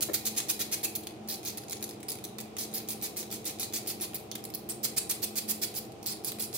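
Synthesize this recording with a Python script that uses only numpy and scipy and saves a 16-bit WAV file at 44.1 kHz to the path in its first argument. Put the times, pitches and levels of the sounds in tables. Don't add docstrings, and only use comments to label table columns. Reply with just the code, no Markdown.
import sys
import numpy as np
from scipy import signal
from scipy.fft import rfft, irfft, next_fast_len
from scipy.io import wavfile

SR = 44100
rng = np.random.default_rng(int(sys.argv[2]) if len(sys.argv) > 2 else 0)


def dump_mix(stems):
    frames = np.atleast_2d(stems).T
    limited = np.clip(frames, -1, 1)
    pcm = np.round(limited * 32767).astype(np.int16)
    wavfile.write(sys.argv[1], SR, pcm)


N = 289781
TIME = np.arange(N) / SR
SIZE = next_fast_len(N + SR // 100)
FREQ = np.maximum(np.fft.rfftfreq(SIZE, 1 / SR), 1)

# [start t/s, length/s, top speed/teeth per s, relative level/dB, extra force on first teeth/dB, treble tint/dB]
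BACKSTROKES = [(0.014, .025, 720, -30.5, -4, 0.5), (.134, 0.0285, 700, -31.5, 3, 2),
               (0.252, .035, 670, -33, 2, 2), (0.364, .031, 850, -31, -3, -1),
               (0.485, .032, 1000, -31.5, 2, 1.5), (0.593, .038, 650, -33, 1, 0),
               (0.715, .036, 830, -32.5, 2, 1), (0.831, .031, 750, -33, 4, 1),
               (0.9528, .011, 340, -36, 0, 2), (1.286, .056, 260, -38.5, 0.5, 0),
               (1.45, .045, 333, -36, 0, -4), (1.573, .0091, 230, -39.5, -1, -2),
               (1.8914, 0.022, 120, -45, 0, -7), (2.097, .008, 230, -42, 6, 5.5),
               (2.584, .053, 333, -37, 3, -3), (2.739, .042, 260, -38.5, -1, 0.5),
               (2.887, .04, 310, -37.5, -1, -0.5), (3.0238, .04, 375, -37, -0.5, 0.5),
               (3.173, .038, 290, -38.7, -1, -0.5), (3.3138, .046, 306, -39, 1, -2),
               (3.4538, .044, 310, -36, 2, -1), (3.5968, .047, 303, -37, 3, -1.5),
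               (3.735, .043, 363, -35, -1, -1.5), (3.872, .041, 340, -36, -1, 0),
               (4.01, .04, 350, -37, -1.5, 0.5), (4.145, 0.019, 300, -39.5, 0, 2.5),
               (4.543, .013, 220, -46, -5, 6), (4.69, .027, 410, -40.5, 3, -0.5),
               (4.831, .033, 660, -33, -1.5, -2), (4.9646, 0.0251, 800, -31, -5, -3),
               (5.094, .031, 600, -31.5, 1, -2.5), (5.22, .032, 800, -34, -1, -1.5),
               (5.356, .043, 750, -35, 3, -1), (5.483, .038, 560, -35, -1, 1),
               (5.616, .037, 700, -34, -1, -1.5), (5.751, 0.033, 282, -38, -13, -0.5),
               (6.068, .054, 257, -37, 5, -3.5), (6.249, .046, 353, -39, -3, -1.5),
               (6.396, .052, 400, -40.5, -1, -1), (6.539, .043, 350, -40.5, 1.5, 0.5)]
TWIRL_TEETH_PER_S, FULL_SWING_S = 500, .03
NUT_CHANGE_S = 4.3
CLANK_HZ, SPARKLE_HZ = 3500, 9000
NUDGE_CLANK_DB = 1
STROKE_SPARKLE_DB = -1.04


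def from_db(db):
    return 10 ** (np.asarray(db) / 20)


def rms_one(x):
    return x / np.sqrt(np.mean(x ** 2) + 1e-20)


def at_hz(points, hz):
    points = np.array(points)
    return np.interp(np.log(hz), np.log(points[:, 0]), points[:, 1])


def to_time(spectrum):
    return irfft(spectrum, SIZE)[..., :N]


def colour(x, gain_db):
    return to_time(rfft(x, SIZE) * from_db(gain_db))


def noise(spectrum):
    return rms_one(colour(rng.standard_normal(N), at_hz(spectrum, FREQ)))


def drift(rate):
    return rms_one(to_time(rfft(rng.standard_normal(SIZE)) / (1 + (FREQ / rate) ** 2)))


def convolve(x, response):
    return signal.fftconvolve(np.atleast_2d(x), np.atleast_2d(response), axes=-1)[:, :N]


def ringing(modes):
    t = TIME[:SR // 2]
    return sum(from_db(db - 60 * t / t60) * np.sin(2 * np.pi * hz * t) for hz, db, t60 in modes)


def impulses(times, sizes):
    at = np.round(np.asarray(times) * SR).astype(int)
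    return np.bincount(np.maximum(at, 0), sizes, N)[:N]


def on_nut(table, nut):
    return at_hz(np.array(table)[:, [0, nut + 1]], FREQ)


def by_nut(x):
    return enumerate([x * (TIME < NUT_CHANGE_S), x * (TIME >= NUT_CHANGE_S)])


def spread(mid, side):
    # [f/Hz, correlation]
    likeness = [(30, 0.096), (70, 0), (150, 1), (350, 0.74), (700, 0), (1500, 0), (15000, 0.000087)]
    alike = np.clip(at_hz(likeness, FREQ), -.99, .99)
    shared = rfft(mid, SIZE) * np.sqrt((1 + alike) / 2)
    opposed = rfft(side, SIZE) * np.sqrt((1 - alike) / 2) * [[1], [-1]]
    return to_time(shared + opposed)


def fan(waver=0.46, waver_hz=3.3, width_db=-17.5, rush_db=-48.5, hiss_db=-57.5):
    # [f/Hz, level/dB rms]
    hum_tones = [(71, -69), (93, -65), (107, -66), (115, -63), (130, -62.5), (153, -69), (188, -62),
                 (212.2, -59.5), (215.7, -53.5), (219, -61.5), (237, -65), (290, -64), (317.6, -58.5),
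                 (325, -63.5), (349.9, -57.5), (372, -66), (393.5, -62), (416, -61), (436, -62),
                 (446, -62.5), (455, -64.5), (482, -66.5), (501.5, -64.5), (595, -69), (668, -68.5),
                 (698, -71.5), (725, -68), (786, -64.5), (797, -70)]
    # [f/Hz, density/dB per Hz]
    rush_spectrum = [(25, -44), (55, -49), (75, -14), (115, 1.5), (165, -3), (235, 1.5), (268, -7),
                     (310, 5.5), (380, -1), (450, -1), (530, -4), (810, -0.5), (840, -8.5), (1000, -10.5),
                     (1400, -16.5), (2500, -58)]
    # [f/Hz, density/dB per Hz]
    hiss_spectrum = [(500, 9), (1500, 1.5), (2500, 7), (4000, 3), (8000, -3), (15000, -13)]
    wander, tones = drift(waver_hz), np.zeros((2, N))
    steady_power = np.sqrt(2 / (1 + 2 * waver ** 2))
    for hz, db in hum_tones:
        angle = 2 * np.pi * (hz * TIME + rng.random())
        strength, phase, sway = [np.roll(wander, shift) for shift in rng.integers(N, size=3)]
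        width = from_db(width_db) * sway * [[1], [-1]]
        tone = (1 + waver * strength) * np.cos(angle) + (waver * phase + width) * np.sin(angle)
        tones += from_db(db) * steady_power * tone
    mid, side = [from_db(rush_db) * noise(rush_spectrum) + from_db(hiss_db) * noise(hiss_spectrum)
                 for _ in range(2)]
    return tones + spread(mid, side)


def teeth(end_speed=.6, twirl_end_speed=.3, jitter=0.06, uneven_db=1.5, stroke_db=-1.0, first_teeth=2.0):
    # [t/s, energy/dB]
    lone_teeth = [(.0078, -10), (0.1426, -6.5), (0.2555, -12), (.3638, -19), (1.581, -16.5), (1.6965, -17),
                  (1.709, -16), (1.7198, -16), (1.7245, -14.5), (1.7298, -12.5), (1.8264, -13),
                  (1.833, -24), (1.8407, -14), (2.0842, -15), (2.0883, -12.5), (2.105, -15),
                  (2.1185, -13.5), (2.1278, -18), (2.2402, -15.5), (2.243, -21), (2.25, -15.5),
                  (2.4025, -16), (2.41, -19), (3.1683, -14), (3.172, -14), (3.63, -11), (4.4399, -20.5),
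                  (4.452, -19), (4.539, -19.5), (5.7502, -21), (6.062, -13), (6.2465, -13), (6.3961, -19),
                  (6.4005, -16)]
    swell_db, swell_db_per_octave, swing_teeth_per_s = 0.5, 4, 300
    swing_coast_db, twirl_coast_db = -5, -38
    swing_clank_db, twirl_clank_db = 0.5, 2.5
    first_tooth_sparkle_db = 5
    wobble_db, wobble_s = 1.5, .0035

    rows = []
    phase = np.linspace(0, 1.3, 260)
    arch = np.maximum(np.sin(np.pi * phase), 0)
    coasting = np.maximum(phase - 1, 0) / (phase[-1] - 1)
    for start, length, top, db, bite_db, tint_db in BACKSTROKES:
        slip, catch = rng.standard_normal(128), rng.exponential(1, 128)
        swung = top < TWIRL_TEETH_PER_S
        coast_db = swing_coast_db if swung else twirl_coast_db
        swell = swell_db + swell_db_per_octave * np.log2(top / swing_teeth_per_s)

        slowest = end_speed if swung else twirl_end_speed
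        speed_arch = np.sqrt(arch) if swung else arch
        speed = top * (slowest + (1 - slowest) * speed_arch) * (1 - .5 * coasting)
        passed = np.cumsum(speed) * length * phase[1]
        tooth = np.arange(int(passed[-1]) + 1)
        when = np.interp(tooth + jitter * slip[tooth], passed, phase)

        early = np.exp(-tooth / first_teeth)
        force_db = np.interp(when, phase, swell * arch + coast_db * coasting) + bite_db * early
        force_db = force_db + uneven_db * np.minimum(catch[tooth], 4)
        rocking = rng.standard_normal(32)
        force_db = force_db + wobble_db * np.interp(when * length / wobble_s, np.arange(len(rocking)), rocking)

        share_db = 10 * np.log10(length * SR / np.sum(from_db(force_db) ** 2))
        level = db + stroke_db + force_db + share_db
        sparkle = STROKE_SPARKLE_DB + tint_db + first_tooth_sparkle_db * early * swung
        if not swung:
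            clank = twirl_clank_db
        elif length > FULL_SWING_S:
            clank = swing_clank_db
        else:
            clank = NUDGE_CLANK_DB
        rows += [(start + u * length, d, clank, high) for u, d, high in zip(when, level, sparkle)]
    return rows + [(s, db, NUDGE_CLANK_DB, STROKE_SPARKLE_DB) for s, db in lone_teeth]


def socket_play(click_db=-4.5, take_up_lead_s=0.0098, take_up_db=-23.5):
    # [t/s, energy/dB before click_db]
    nut_clacks = [(0.2463, -25), (.3505, -17), (.402, -3.5), (1.0345, -20), (1.0703, -9), (1.431, -18.5),
                  (1.636, -20.5), (1.683, -18.5), (1.769, -19), (1.808, -24), (1.817, -22), (2.004, -23.5),
                  (2.03, -16), (2.154, -19), (2.187, -20.5), (2.3843, -13), (2.3875, -14.5),
                  (2.5674, -11.5), (2.715, -23), (2.802, -18), (3.229, -13), (4.134, -20), (4.3146, -13),
                  (4.3164, -18), (4.353, -13.5), (4.355, -12), (4.3575, -21), (4.382, -29), (4.502, -23),
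                  (5.479, -20), (5.92, -27.5), (6.029, -19.5), (6.0419, -26), (6.319, -13)]
    clank_db, sparkle_db = 7.5, -4
    rattle_within_s, rattle_db, rattle_spread_db = 0.096, -33, 2
    clacks = [(s, db + click_db) for s, db in nut_clacks]
    take_ups = [(start - take_up_lead_s, take_up_db) for start, length, top, *_ in BACKSTROKES
                if top < TWIRL_TEETH_PER_S and length > FULL_SWING_S]
    ticks = []
    for start, length, *_ in BACKSTROKES:
        when, size = rng.random(2)
        ticks.append((start + length + rattle_within_s * when, rattle_db + rattle_spread_db * (2 * size - 1)))
    return [(s, db, clank_db, sparkle_db) for s, db in clacks + take_ups + ticks]


def tool_ring(x, grip_s=.13, grip_db=-0.5, grip_pitch=0.0057):
    # [f/Hz, gain on first nut/dB, gain on second nut/dB, t60/s]
    tool_modes = [(2486, 1, -1, 0.019), (2610, -6, 4, 0.15), (3390, -16, -3, 0.018), (4740, -13, -8, .04),
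                  (5040, -7, -8, 0.1), (6320, -4, -9, 0.013), (6780, -4.5, -15, 0.016),
                  (7300, -4, -21, 0.018), (10100, -6, -11, 0.027), (10460, -3, -4, 0.11),
                  (10600, -3, 10, 0.11), (14700, -7, -15, .012), (15300, -7, -5, 0.01)]
    t, hop = TIME[:SR // 12], round(grip_s * SR)
    hz, first_db, second_db, t60 = np.transpose(tool_modes)[:, :, None]
    damping = np.log(1000) / t60
    decay = 2 * damping / SR * np.exp(-damping * t)
    out = np.zeros((2, N + hop + len(t)))
    for at in range(0, N, hop):
        held, detuned = rng.standard_normal((2, len(hz), 1))
        nut_db = first_db if at / SR < NUT_CHANGE_S else second_db
        db = nut_db + grip_db * np.clip(held, -2, 1)
        gripped_hz = hz * (1 + grip_pitch * detuned)
        ring = np.sum(from_db(db) * decay * np.cos(2 * np.pi * gripped_hz * t), axis=0)
        rung = signal.fftconvolve(x[:, at:at + hop], ring[None], axes=-1)
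        out[:, at:at + rung.shape[1]] += rung
    return x + out[:, :N]


def ratchet(snap_s=0.00019, snap_slope=0.81, colour_db=1.5, turn_db=1.2, alike=.62, lag_s=.00005,
            bounce_s=0.00063, bounce_share=0.079, pawl_db=-0.5):
    # [f/Hz, gain on first nut/dB, gain on second nut/dB]
    pawl_colour = [(900, -12, -9.5), (1650, -10.5, -9), (2250, -5, -5), (2720, -7.5, -7.5),
                   (3680, 0.5, -0.5), (4430, 3.5, 6), (5600, 2.5, 4.5), (6300, 2, 1), (7360, 0, 4),
                   (8300, 2.5, 4.5), (9200, 2, 7.5), (10630, 8, 8), (11240, 1.5, 4), (13000, 6, 9.5),
                   (14600, 4.5, 5.5), (15500, 0.5, 3)]
    s, db, clank, sparkle = np.transpose(teeth() + socket_play())
    bounce_at = s + bounce_s * (.5 + rng.random(len(s)))
    share = np.clip(2 * bounce_share * rng.random(len(s)), 0, 1)
    own = rng.choice([-1., 1.], (2, N))
    grain = np.where(rng.random(N) < alike, own[0], own)
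    centres, spectrum = np.array([2400, 4400, 6400, 8300, 10600, 14000]), 0
    turn_times = TIME[::SR // 10]
    for hz in centres:
        fade = np.exp(-(hz / SPARKLE_HZ) ** snap_slope / (snap_s * SR))
        level = db + clank * (hz < CLANK_HZ) + sparkle * (hz > SPARKLE_HZ)
        level = level + colour_db * rng.standard_normal(len(s))
        level = level + turn_db * np.interp(s, turn_times, rng.standard_normal(len(turn_times)))
        power = from_db(level) ** 2
        blows = impulses(s, (1 - share) * power) + impulses(bounce_at, share * power)
        energy = signal.lfilter([(1 - fade) ** 2], [1, -2 * fade, fade ** 2], blows + 1e-18)
        band = np.interp(FREQ, centres, centres == hz)
        spectrum = spectrum + rfft(np.sqrt(np.abs(energy)) * grain, SIZE) * band
    radiated = FREQ / np.hypot(FREQ, 600)
    arrival = np.exp(-2j * np.pi * FREQ * [[lag_s], [0]])
    snaps = tool_ring(to_time(spectrum * radiated * arrival))
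    return sum(colour(part, pawl_db + on_nut(pawl_colour, nut)) for nut, part in by_nut(snaps))


def knocks(low_hz=300):
    # [t/s, strength/dB]
    blow_list = [(0.0874, -44), (0.0903, -46.5), (0.0934, -49.5), (0.0969, -40.5), (0.0991, -43),
                 (0.1171, -48)]
    # [f/Hz, level/dB, t60/s]
    casting_modes = [(355, -2, 0.089), (406, 2, 0.096), (460, -3, .06), (510, -2.5, 0.092), (576, 5, 0.04),
                     (666, 0, 0.04), (840, -9, 0.015), (1093, -2, 0.03), (1360, -14, 0.025),
                     (1730, -0.5, 0.0089)]
    s, db = np.transpose(blow_list)
    rung = convolve(impulses(s, from_db(db)), ringing(casting_modes))
    return signal.sosfilt(signal.butter(2, low_hz, "high", fs=SR, output="sos"), rung)


def chinks(count=9, scatter=0.08):
    # [t/s, level/dB, centre f/Hz, t60/s]
    chink_list = [(0.845, -43, 2560, 0.17), (1.0726, -41, 6300, 0.0036), (4.317, -42, 3420, 0.085),
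                  (4.316, -39, 4370, 0.023), (4.3545, -43, 3400, 0.04), (4.698, -28.5, 8250, 0.025),
                  (4.705, -30.5, 8700, 0.034), (4.718, -39, 8730, .04)]
    out = np.zeros(N)
    for s, db, hz, t60 in chink_list:
        places = np.linspace(-1, 1, count) + rng.uniform(-0.069, 0.093, count)
        partials = hz * (1 + scatter * places)
        ring = sum(rng.choice([-1, 1]) * ringing([(f, db, t60)]) for f in partials) / np.sqrt(count)
        at = round(s * SR)
        out[at:at + len(ring)] += ring
    return out


def block_reflections(x, hand_move_s=.06, decay_s=0.0035, block_db=-1):
    t, hop = TIME[:SR // 30], round(hand_move_s * SR)
    shape = np.exp(-t / decay_s) * (1 - np.exp(-t / decay_s))
    out = np.zeros((2, N + hop + len(t)))
    for at in range(0, N, hop):
        pattern = rms_one(rng.standard_normal((2, len(t))) * shape) / np.sqrt(len(t))
        echo = signal.fftconvolve(x[:, at:at + hop], pattern, axes=-1)
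        out[:, at:at + echo.shape[1]] += echo
    return from_db(block_db) * out[:, :N]


def workshop(x, room_db=-5.5, build_s=.007, dull_hz=14000, clump_db=3):
    # [f/Hz, t60/s]
    room_t60 = [(700, 0.2), (2500, 0.5), (5000, 0.31), (10000, 0.29), (15000, 0.27)]
    # [f/Hz, left minus right on first nut/dB, left minus right on second nut/dB]
    towards = [(1980, 4.5, 2.5), (4000, -1, -3.5), (6300, -5.5, -9.5), (10700, -1.5, -0.5),
               (14000, -4, -11)]
    t = TIME[:SR // 2]
    clump_times = t[::SR // 400]
    clumps = from_db(clump_db * np.interp(t, clump_times, rng.standard_normal(len(clump_times))))
    hz = np.fft.rfftfreq(len(t), 1 / SR)
    echoes = rfft(clumps * rng.standard_normal((2, len(t)))) / np.hypot(1, (hz / dull_hz) ** 2)
    edges, tail = np.geomspace(100, SR / 2, 14), 0
    for low, high in zip(edges, edges[1:]):
        band = irfft(echoes * ((hz >= low) & (hz < high)), len(t))
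        tail = tail + band * from_db(-60 * t / at_hz(room_t60, np.sqrt(low * high)))
    tail = tail * (1 - np.exp(-t / build_s))
    response = from_db(room_db) * rms_one(tail) / np.sqrt(len(t))
    direct = sum(colour(part, on_nut(towards, nut) * [[.5], [-.5]]) for nut, part in by_nut(x))
    return direct + block_reflections(x) + convolve(x, response)


def scene():
    return workshop(ratchet() + chinks() + knocks()) + fan()


def record(dry, low_cut_hz=34, cutoff_hz=15750):
    thin = signal.sosfilt(signal.butter(2, low_cut_hz, "high", fs=SR, output="sos"), dry)
    return signal.sosfilt(signal.ellip(12, .1, 80, cutoff_hz, fs=SR, output="sos"), thin)


dry = scene()
out = record(dry)
dump_mix(out)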